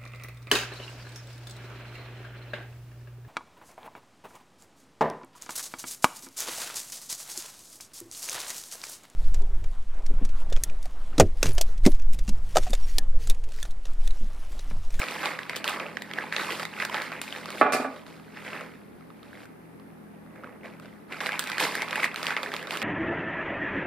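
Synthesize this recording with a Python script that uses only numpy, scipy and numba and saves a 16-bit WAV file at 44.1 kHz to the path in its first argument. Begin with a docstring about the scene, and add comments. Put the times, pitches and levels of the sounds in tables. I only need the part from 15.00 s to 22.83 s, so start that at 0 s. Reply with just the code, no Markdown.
"""Hands work at a thin plastic bag on a glass table, close to a small stereo microphone in a quiet room.
Bag: creases snap over singly or in showers, as short swelling rings and noise bursts coloured by the film.
Part: a hard plastic piece knocks on the table (decaying modes), with clacks, rattle and a rocking hum.
Room: a short noise tail behind both, over coloured noise and low booming notes.
Gain control turns loud moments down, most of all the knocks."""
import sys
import numpy as np
from scipy import signal
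from scipy.fft import rfft, irfft, next_fast_len
from scipy.io import wavfile
from numba import njit

SR = 44100
rng = np.random.default_rng(int(sys.argv[2]) if len(sys.argv) > 2 else 0)


def voltage_ratio(decibels):
    """Convert decibels (scalar or array-like) to amplitude ratios, 20 dB per decade."""
    exponent = np.asarray(decibels, float) / 20
    return 10 ** exponent


def to_wav(sig):
    """Store sig (one row per channel, or 1-D mono) as 16-bit WAV at the path in sys.argv[1].

    Samples outside -1..1 are clipped; the rate is SR.
    """
    pcm = np.clip(np.atleast_2d(sig), -1, 1) * 32767
    pcm = np.round(pcm).astype(np.int16)
    wavfile.write(sys.argv[1], SR, pcm.T)  # frames by channels


N = 345289

# colour of the bag film: (frequency [Hz], relative level per Hz [dB])
FILM_COLOUR = [(88, -32.5), (150, 14), (183, -18), (210, -5.5), (393, -5), (434, -1), (847, -4.5),
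               (934, -9), (2200, -6.5), (2920, -7), (4600, -12), (6050, -16.5), (10300, -20.5),
               (15000, -26), (16500, -52)]


def level(x, db):
    """Scale to an rms level in dB."""
    return x * voltage_ratio(db) / np.sqrt(np.mean(x ** 2))


def on_log(table, hz):
    """Read (frequency [Hz], value) points on a log frequency axis."""
    f, v = np.transpose(table)
    return np.interp(np.log(np.maximum(hz, 1)), np.log(np.maximum(f, 1)), v)


def colour(x, table):
    """Causal minimum-phase filter with the gain of (Hz, dB) points, from the folded cepstrum."""
    size = 2048
    log_gain = on_log(table, np.fft.rfftfreq(size, 1 / SR)) * np.log(10) / 20
    cepstrum = irfft(log_gain)
    cepstrum[1:size // 2] *= 2
    cepstrum[size // 2 + 1:] = 0
    response = irfft(np.exp(rfft(cepstrum)))[None, :size // 2]
    return signal.oaconvolve(x, response, axes=-1)[:, :N]


def band(x, lo_hz, hi_hz):
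    """Gentle band-pass (second-order Butterworth prototype)."""
    return signal.sosfilt(signal.butter(2, [lo_hz, min(hi_hz, SR / 2.1)], "band", fs=SR, output="sos"), x)


def alike(size, like_hz):
    """Stereo noise: the side part is high-passed, so bass is common and treble unrelated."""
    mid, side = rng.standard_normal((2, size))
    side = signal.sosfilt(signal.butter(1, like_hz, "high", fs=SR, output="sos"), side)
    return np.array([mid + side, mid - side])


def hush():
    """Smooth background noise with booming notes, the lowest ones held steady by some motor."""
    # background colour: (frequency [Hz], relative level per Hz [dB])
    hush_colour = [(20, -11), (114, -16), (147, -6.5), (244, 1.5), (670, -13), (839, -10.5), (939, -15),
                   (1900, -19.5), (2890, -31), (7300, -41.5), (9950, -33), (12800, -35), (15200, -40),
                   (16500, -99)]
    # booming notes: (frequency [Hz], width [Hz], relative level [dB])
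    hums = [(81, 16, -15.5), (117.6, 3.7, -10), (164.2, 8, -0.5), (205.8, 3.7, 1), (261.2, 9.8, -8.5),
            (415.8, 20, -2.5)]
    hush_db, hum_db = -49, -52.5
    notes, t = 0, np.arange(N) / SR
    for hz, width_hz, db in hums:
        steady_gain = voltage_ratio(db) / (1 + (hz / 200) ** 4)
        tone = np.sin(2 * np.pi * (hz * t + rng.random())) * steady_gain
        boom = band(alike(N, 750.0), hz - width_hz / 2, hz + width_hz / 2)
        notes = notes + tone + level(boom, db - 9.5)
    return level(colour(alike(N, 40.0), hush_colour), hush_db) + level(notes, hum_db)


def room(x):
    """Reverberation: x convolved with a noise tail that dies faster in the treble."""
    # reverberation time: (frequency [Hz], t60 [s])
    room_t60 = [(200, 0.31), (800, 0.29), (3000, 0.17), (10000, 0.14)]
    t = np.arange(SR // 2) / SR
    noise, tail = alike(len(t), 3800.0), 0
    for hz in 125 * 2. 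** np.arange(8):
        decay = np.exp(-np.log(1000) * t / on_log(room_t60, hz))
        tail = tail + band(noise, hz / np.sqrt(2), hz * np.sqrt(2)) * decay
    tail = tail * np.minimum(t / 0.0037, 1)  # onset [s]
    unit_tail = tail / np.sqrt(np.sum(tail ** 2) / 2)
    return signal.oaconvolve(x[None], unit_tail, axes=-1)[:, :N]


def ports(x):
    """The two microphone ports colour and delay a near sound differently, each by half the contrast."""
    # phase contrast: (frequency [Hz], left lead [rad])
    port_phase = [(0, 0), (600, -0.3), (1720, 0.1), (4570, 0.1), (5170, 0.3), (5600, 0.7), (6030, 2.1),
                  (6550, 2.3), (7840, 1.9), (9730, 0.7), (12100, 0.3), (16200, 0.1)]
    # level contrast: (frequency [Hz], left minus right [dB])
    port_balance = [(110, 4), (200, 0), (380, 0), (700, -2), (1290, -5), (2380, 0), (4400, -3), (8120, 1.5),
                    (15000, 3.5)]
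    size = next_fast_len(N)
    hz = np.fft.rfftfreq(size, 1 / SR)
    half = voltage_ratio(on_log(port_balance, hz) / 2) * np.exp(.5j * on_log(port_phase, hz))
    return irfft(rfft(x, size) * np.array([half, 1 / half]), size)[:, :N]


@njit
def rings(n, start, hz, fade, peak, lag, lean, turn):
    """Short rings that swell and die (t e^-t); right port lags by lag; start, fade, lag in samples."""
    out = np.zeros((2, n))
    for k in range(len(start)):
        step = np.exp(2j * np.pi * hz[k] / SR - 1 / fade[k])
        for ch in range(2):
            at = start[k] + ch * lag[k]
            i = int(np.ceil(at))
            age = i - at
            gain = peak[k] * lean[k] ** (1 - 2 * ch)
            z = gain * np.exp(1j * turn[k] + 1) / fade[k] * step ** age
            for j in range(max(i, 0), min(i + int(9 * fade[k]) + 2, n)):
                out[ch, j] += age * z.imag
                z *= step
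                age += 1
    return out


def spray(s, peak, swell_ms, lo_hz, hi_hz):
    """Bursts of noise with the film's colour, each swelling for swell_ms and dying."""
    zero = np.zeros(len(s))
    # zero pitch and a quarter turn leave the bare t e^-t envelope
    shape = rings(N, s * SR, zero, zero + swell_ms * SR / 1000, peak, zero, zero + 1, zero + np.pi / 2)
    noise = band(colour(alike(N, 7800.0), FILM_COLOUR), lo_hz, hi_hz)
    return shape * level(noise, -5.0)


def rocking():
    """The part rocks on and keeps the lowest mode humming, as a sine of rising pitch."""
    start_s, attack_s, db = 2.79, 0.014, -23.5
    hz, rise_hz_per_s = 247, 155
    age = np.maximum(np.arange(N) / SR - start_s, 0)
    cycles = age * (hz + rise_hz_per_s * age / 2)
    return voltage_ratio(db) * np.minimum(age / attack_s, 1) * np.sin(2 * np.pi * cycles)


def knocks():
    """Every blow rings the same modes; a longer contact leaves the upper ones out; hard edges clack."""
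    # blows of the part: (time [s], blow level [dB], contact [ms], clack level [dB])
    blows = [(2.612, -9.5, 0.33, -35), (2.617, -6, 0.22, -34), (2.627, -6.5, 0.27, -50),
             (2.651, -12, 0.35, -60), (2.663, -11, 0.26, -59.5), (2.683, -13.5, 0.36, -60),
             (2.699, -17, 0.32, -60), (2.722, -22.5, 0.074, -10), (2.734, -20, 0.06, -22),
             (2.746, -10, 0.46, -39), (2.763, -20.5, 0.22, -26), (2.797, -13, 0.66, -29.5),
             (2.82, -22, 0.43, -39), (2.845, -22.5, 0.3, -45)]
    # modes of part and table top: (nominal frequency [Hz], relative level [dB], t60 [s])
    modes = [(257, -1.5, 0.075), (414, 3, 0.042), (577, -1.5, 0.11), (646, 6.5, 0.044), (746, -2, 0.21),
             (838, -2.5, 0.16), (1150, 9.5, 0.033), (1310, 4, 0.09), (1450, 4, 0.2), (1736, 13.5, 0.018),
             (1686, -3, 0.17), (2060, 6, 0.05), (2396, 6.5, 0.14), (2630, 3.5, 0.12)]
    caught_s, still_s = 2.885, 0.0036  # a hand closes on the part and stills it
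    hz, mode_db, t60 = np.transpose(modes)
    out, t = np.zeros((2, N)), np.arange(SR // 2) / SR
    chance = rng.standard_normal((len(blows), len(modes)))
    # neighbouring modes lean to opposite sides
    lean = voltage_ratio(1.7 * np.outer([1, -1], (-1) ** np.arange(len(hz))))
    decay = np.exp(-np.log(1000) * np.outer(1 / t60, t))
    for (s, db, contact_ms, _), luck in zip(blows, chance):
        softness = 1 + (hz * contact_ms / 400) ** 4
        gain = voltage_ratio(db + mode_db + 2.0 * luck) * np.sign(luck) / softness
        blow_hz = hz * (1 + 0.0124 * luck[::-1])
        ring = (gain * lean) @ (np.sin(2 * np.pi * np.outer(blow_hz, t)) * decay)
        onset = (1 - np.exp(-t * 1000 / contact_ms)) ** 2
        out[:, int(s * SR):int(s * SR) + len(t)] += ring * onset
    out += rocking()
    out = out * np.exp(-np.maximum(np.arange(N) / SR - caught_s, 0) / still_s)
    s, db, _, clack_db = np.transpose(blows)
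    tick = spray(s, voltage_ratio(clack_db), 0.94, 3700, 17000)
    hiss = spray(s, voltage_ratio(clack_db - 3), 9.3, 4300, 13000)
    # loose pieces chatter after each blow
    rattle = spray(s, voltage_ratio(db - 4.5), 7.3, 310, 1880)
    return band(band(out, 100, 4200), 120, 9000) + rattle + tick + hiss


def handling(t):
    """Crackle level in dB for middle, treble and bass: the steady rustle plus every tug's shower."""
    # bag in restless hands: (time [s], level [dB], treble over level [dB], bass over level [dB])
    hand = [(0.0, -80, -17, 16), (0.899, -49, -6, -2), (1.72, -66, 12, 1), (2.2, -55, -14, -4),
            (2.599, -39, -0.5, -1), (2.95, -48, -3, 1), (3.28, -80, -13, -12), (3.6, -46, -8, 1.5),
            (3.8, -67, -3, -13), (5.3, -69, -12.5, 10), (5.6, -67, -15, 10.5), (6.11, -68, -8, -7),
            (6.16, -48, -2, -1.5), (7.12, -50, -17, -1), (7.83, -47, -12, 0)]
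    # tugs that set off a shower of creases: (time [s], level [dB], 10 dB rise [s], 10 dB fall [s],
    # treble over level [dB], bass over level [dB]); rise and fall below 2 ms count as 2 ms
    tugs = [(-0.008, -31, 2.5, 0.09, -4.5, -6), (0.125, -37, 0.16, 0.14, -3, -6.5),
            (0.25, -27, 0.07, 0.074, -8, -8.5), (0.382, -43, -0.06, 0.16, -6.5, -26),
            (0.488, -37, 0, 0.13, -10.5, -6.5), (0.556, -39, -0.04, 0.0155, 6.5, 3.5),
            (0.638, -31, -0.0656, 0.04, -4.5, -9), (0.675, -28, -0.03, 0.077, -6, -12),
            (0.804, -37, 0.13, 0.11, -12.5, -2.5), (1.178, -33, 0.06, 0.1, -12.5, -6.5),
            (1.318, -33, -0.01, 0.17, -7.5, -10), (1.402, -31, 0.04, 0.13, -4.5, -8),
            (1.505, -33, 0.02, 0.06, -1.5, -4), (1.626, -34, 0.1, -0.02, -3, -4),
            (1.811, -30, 0.06, 0.0354, -8, -10), (1.937, -31, 0.0548, 0.11, -8, -7.5),
            (2.02, -39, 0.02, 0.06, -3, -24), (2.121, -37, 0.06, 0.13, -12, -7.5),
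            (2.21, -45.5, -0.04, 0.15, 4.5, -13), (2.365, -40, 0.08, 0.05, -3, -4),
            (2.509, -39, -0.02, -0.02, 2, -21), (3.058, -52, 0.01, 0.2, -0.5, 0),
            (3.373, -47, 0.05, 0.1, -11, -9), (3.451, -42, 0.11, 0.15, -6, -7),
            (3.547, -38, 0.09, 0.067, -10, -4), (4.23, -55, -0.02, 0.07, -9, -3),
            (4.375, -52, 0.07, 0.12, -14, -24), (4.435, -54, 0.16, -0.02, 0, 3),
            (5.36, -54, 0.06, 0.17, -16, 2.5), (5.429, -48, -0.01, 0.11, -20, 2),
            (5.635, -45, 0.0138, 0.1, -10.5, -1.5), (5.811, -53, -0.02, 0.13, -5, 1),
            (6.113, -36, 0.0168, 0.07, -10, -7.5), (6.199, -30, 0.0041, 0.06, -8, -13),
            (6.263, -35, 0.03, 0.01, 1, -7.5), (6.32, -32, 0.05, 0.11, -11.5, -21),
            (6.382, -42, -0.04, 0.1, 4, -16), (6.47, -37, -0.0127, 0.06, -5.5, -24),
            (6.522, -34, 0.06, 0.15, -10, -17), (6.585, -26, 0, 0.06, -1, -17),
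            (6.624, -26, 0.0262, 0.046, 0, -4), (6.744, -35, 0.1, 0.1, -2, -6),
            (6.821, -31, 0.0349, -0.01, -8.5, -14), (6.95, -30, 0.0855, 0.12, -9.5, -10.5),
            (7.04, -25, 0.0361, 0.01, -5, -12.5), (7.158, -36, -0.017, 0.15, -4, -7.5),
            (7.227, -39, 0.004, 0.03, 0, -9), (7.262, -34, -0.0135, 0.04, -3.5, -4),
            (7.304, -30, 0.05, 0.05, -11.5, -17), (7.361, -31, -0.01, 0.02, -12, -11),
            (7.424, -36, 0.0448, 0.1, -7.5, -3.5), (7.537, -39, 0.0554, 0.1, -3.5, -4.5),
            (7.709, -36, 0.0245, 0.16, -1.5, -5), (7.762, -36, 0.1141, 0, -16, -8),
            (7.811, -31.5, -0.0224, 0.25, -2.5, -4)]
    s, db, treble_db, bass_db = np.transpose(hand)
    power = np.array([voltage_ratio(2 * np.interp(t, s, db + over_db)) for over_db in (0, treble_db, bass_db)])
    for s, db, rise_s, fall_s, treble_db, bass_db in tugs:
        rise_s, fall_s = np.maximum([rise_s, fall_s], .002)
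        now = slice(*np.searchsorted(t, [s - 5 * rise_s, s + 5 * fall_s]))
        slope_db = -10 * np.maximum((t[now] - s) / fall_s, (s - t[now]) / rise_s)
        over_db = np.array([[0], [treble_db], [bass_db]])
        power[:, now] += voltage_ratio(2 * (db + slope_db + over_db))
    return 10 * np.log10(power)


def crease(s, hz, cycles, peak, chance):
    """Rings of creases, each at its own spot on the film, so lag and balance scatter."""
    lag_us, lean_db = 16.0, 1.0
    lag = chance[:, 0] * lag_us * SR / 10 ** 6
    lean = voltage_ratio(lean_db * chance[:, 1])
    return rings(N, s * SR, np.minimum(hz, SR / 2.2), cycles * SR / hz, peak, lag, lean, np.pi * chance[:, 2])


def crackle():
    """A shower of creases, denser under a firmer hand; each sounds from bass to treble at once."""
    per_s, busier, shared = 1500., .06, 0.49  # creases/s at -35 dB, density per handling dB, common force
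    after_s = 0.0109  # the shower trails the snap that sets it off
    t = np.arange(N) / SR
    near_db, treble_db, bass_db = handling(t - after_s)
    busy = voltage_ratio(busier * (near_db + 35))
    count = 40000
    due = np.cumsum(rng.exponential(size=count))
    force = rng.exponential(size=count)
    at = np.interp(due, np.cumsum(busy) * per_s / SR, t)
    live = at < t[-1]
    # layers of film slide over each other and hiss
    hiss = band(colour(alike(N, 7000.), FILM_COLOUR), 4530, 15200)
    out = level(hiss, -9.5) * voltage_ratio(treble_db)
    # (low edge Hz, high edge Hz, level dB, force scatter dB, fade in cycles)
    for lo_hz, hi_hz, db, scatter_db, cycles in ((215.4, 848, bass_db - 2.0, 3.7, 0.57),
                                                 (781, 2735, near_db - 1.0, 4.9, 1.1),
                                                 (2630, 5700, treble_db - 5.0, 4.5, 1.5),
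                                                 (5450, 15000, treble_db - 15.0, 2.5, 0.76)):
        spot, chance = rng.random(count), rng.standard_normal((count, 5))
        hz = lo_hz * (hi_hz / lo_hz) ** spot
        push = np.minimum(shared * force + (1 - shared) * rng.exponential(size=count), 4)
        # peaks rise with pitch, so the shower is white before the film colours it
        peak = hz * voltage_ratio(scatter_db * push + 0.94 * chance[:, 3])
        fade_cycles = cycles * voltage_ratio(1.97 * chance[:, 4])
        shower = crease(at[live], hz[live], fade_cycles[live], peak[live], chance[live])
        # density moves the grain, not the level
        even = band(colour(shower, FILM_COLOUR), lo_hz, hi_hz) / np.sqrt(busy)
        out = out + level(even, 0) * voltage_ratio(db)
    return out


def snaps():
    """A loud crease: a few cycles at its pitch inside a broad burst, and a thump."""
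    # single loud creases: (time [s], nominal peak [dB], pitch [Hz],
    # upper middle over peak [dB], tick over peak [dB]); each layer adds its own offset
    creases = [(0.0178, -17.5, 2360, -25, -33), (0.0842, -21.5, 2370, -11, -26),
               (0.110, -25, 2400, -9, -14), (0.2572, -17.5, 2340, -4, -22), (0.39, -21.5, 1690, -12, -26),
               (0.4321, -26.5, 3280, -12, -26), (0.4954, -19, 2060, -8, -19.5),
               (0.5321, -26.5, 1310, -20, -33), (0.5512, -28, 1870, -15, -28), (0.5598, -27, 3450, 1.5, -8),
               (0.5637, -25, 1280, -4, -7), (0.6427, -19.5, 1600, -1.5, -15), (0.678, -14, 3400, -15, -16),
               (0.6938, -23, 1730, -10, -9), (0.7452, -30, 1210, -11, -21), (0.7982, -23, 1210, -6.5, -34),
               (0.9703, -17.5, 1870, -12.5, -37), (1.0205, -21.5, 1910, -8, -15.5),
               (1.1127, -25, 1940, -12, -26), (1.1355, -20.5, 3220, -8, -22), (1.186, -16, 1730, -25, -42),
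               (1.3246, -16, 1740, -13, -30), (1.3642, -16.5, 2000, -1.5, -24),
               (1.3963, -21.5, 1330, -20, -30), (1.5055, -21, 2500, -10, -30), (1.5964, -23, 1310, -7, -16),
               (1.6306, -20, 1950, -10, -25), (1.6523, -20, 2090, -9, -18), (1.7664, -31, 2180, -15, -30),
               (1.8, -20.5, 1590, -9, -25), (1.8237, -18.5, 1620, -12, -32), (1.8342, -24, 1710, -19, -21),
               (1.8502, -18.5, 1600, -7, -11), (1.8971, -25.5, 980, -10, -18),
               (1.9439, -19, 1250, -5.5, -33), (1.983, -25, 1300, -8, -25), (2.019, -25, 1580, -5, -13),
               (2.119, -25, 1450, -13, -25), (2.2155, -20, 3780, -14, -8.5), (2.2789, -25, 2470, -17, -31),
               (2.3254, -20.5, 3110, -18, -29), (2.3501, -27, 1830, -15, -29), (2.4573, -26, 1209, -7, -17),
               (2.5035, -26.5, 1194, -4, -11), (2.961, -35, 1150, -11, -27), (3.0649, -39, 1310, -3, -24),
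               (3.372, -31.5, 1710, -23, -31), (3.4635, -33, 1970, -19, -22), (3.5373, -36, 2040, -16, -24),
               (3.6092, -29, 1316, -19, -22), (4.0085, -43, 1300, -13, -30), (4.103, -40, 1210, -17, -30),
               (4.2305, -39.5, 1290, -11, -21), (4.3306, -37.5, 1620, -23, -32),
               (4.3735, -39, 1740, -20, -27), (4.4547, -39, 1520, -20, -14), (4.798, -44.5, 1110, -12, -28),
               (5.2626, -47, 1390, -20, -30), (5.3583, -45, 1280, -17, -18), (5.436, -33.5, 1310, -25, -32),
               (5.443, -33.5, 1470, -28, -32), (5.4727, -40, 1170, -29, -28), (5.658, -35, 2300, -12, -31),
               (5.737, -43, 2390, -13, -30), (5.7981, -36.5, 1310, -11, -15), (5.858, -38, 1500, -10, -28),
               (6.124, -24.5, 2060, -14, -25), (6.2045, -18.5, 1740, -11, -35),
               (6.2609, -15.5, 2323, -11, -33), (6.2673, -16, 2000, -14, -26),
               (6.2913, -17, 1730, -24, -24), (6.32, -19.5, 2390, -13, -24), (6.393, -20.5, 1460, -4, -0.5),
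               (6.439, -24.5, 1606, -6, -10), (6.4728, -22, 1936, -11, -15), (6.4987, -22, 1520, -9, -13.5),
               (6.5172, -17.5, 2040, -7.5, -25), (6.5817, -14.5, 1710, -13, -20),
               (6.6018, -14.5, 1770, -13, -12.5), (6.721, -23.5, 1917, -20, -18),
               (6.7526, -16.5, 1783, -17, -14.5), (6.8201, -15, 2200, -14, -21),
               (6.885, -23, 2410, -12, -31), (6.909, -26.5, 1310, 0, -13), (6.9293, -20, 1740, -14, -26),
               (6.9572, -16.5, 1790, -23, -17.5), (6.997, -21.5, 1310, -16, -29),
               (7.032, -13, 2070, -26, -26), (7.0428, -9.5, 1940, -23, -23),
               (7.1432, -25.5, 1380, -11, -16), (7.1598, -20, 2427, -6.5, -17),
               (7.2296, -19.5, 1334, -6, -17), (7.2556, -28, 1635, -7, -12), (7.2677, -15.5, 2737, -6, -20),
               (7.2806, -24, 2286, -9, -16), (7.3054, -17.5, 1500, -10, -30),
               (7.3662, -13, 2086, -15.5, -38), (7.431, -21, 1330, -6, -15), (7.4608, -24, 1787, -20, -36),
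               (7.5178, -23, 1700, -17, -32), (7.5388, -18, 1240, -9, -21), (7.5648, -22, 2315, -7, -18),
               (7.6276, -25, 1777, -11, -21), (7.6717, -28, 1363, -3, -21), (7.708, -18, 2630, -8, -21),
               (7.7533, -24, 1475, -16, -22), (7.7717, -20.5, 2735, -14, -13),
               (7.8175, -17, 2460, -11, -34)]
    s, db, hz, upper_db, treble_db = np.transpose(creases)
    chance = rng.standard_normal((len(s), 2, 5))
    # the brighter a crease, the less it rings at one pitch and the more it bursts
    bright_db = 0.32 * (upper_db + 18)
    ring = crease(s, hz, 1.28, voltage_ratio(db - 1 - bright_db), chance[:, 0])
    thump_hz = 480 * voltage_ratio(2 * chance[:, 1, 3])
    thump = crease(s, thump_hz, 0.4, voltage_ratio(db - 19 + 3.9 * chance[:, 1, 4]), chance[:, 1])
    body = spray(s, voltage_ratio(db - 9 + bright_db), 0.98, 750, 3300)
    edge = spray(s, voltage_ratio(db + upper_db + 5), .45, 2700, 5400)
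    tick = spray(s, voltage_ratio(db + treble_db + 6), .8, 5400, 17000)
    return ring + thump + body + edge + tick


def scene():
    """Bag and part, near and through the room, over the background."""
    bag_room_db, table_room_db = -6, -1
    bag = crackle() + band(snaps(), 196, 20000)
    part = knocks()
    part_far = band(band(part[0], 340, 18000), 340, 18000)
    far = room(voltage_ratio(bag_room_db) * bag[0] + voltage_ratio(table_room_db) * part_far)
    return ports(bag + part + far) + hush()


@njit
def follow(x, attack, release):
    """Peak follower: one-pole smoothing, with attack and release coefficients per sample."""
    e, out = 0., np.empty(len(x))
    for i in range(len(x)):
        e += (x[i] - e) * (attack if x[i] > e else release)
        out[i] = e
    return out


def roll_off(x):
    """The treble ends steeply here."""
    return signal.sosfilt(signal.butter(12, 16650, fs=SR, output="sos"), x)


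def record(dry):
    """Gain control turns loud moments down, tanh rounds the peaks, the capsule drops the deep bass."""
    knee_db, squeeze, ceiling = -14, 0.89, 1.0
    attack_s, release_s = 0.002, 0.13
    envelope = follow(abs(dry).max(0), 1 / (attack_s * SR), 1 / (release_s * SR))
    gain = np.minimum(voltage_ratio(knee_db) / (envelope + 1e-9), 1) ** squeeze
    tamed = ceiling * np.tanh(dry * gain / ceiling)
    mix = signal.sosfilt(signal.butter(2, 48., "high", fs=SR, output="sos"), tamed)
    return roll_off(mix)


dry = scene()
out = record(dry)
to_wav(out)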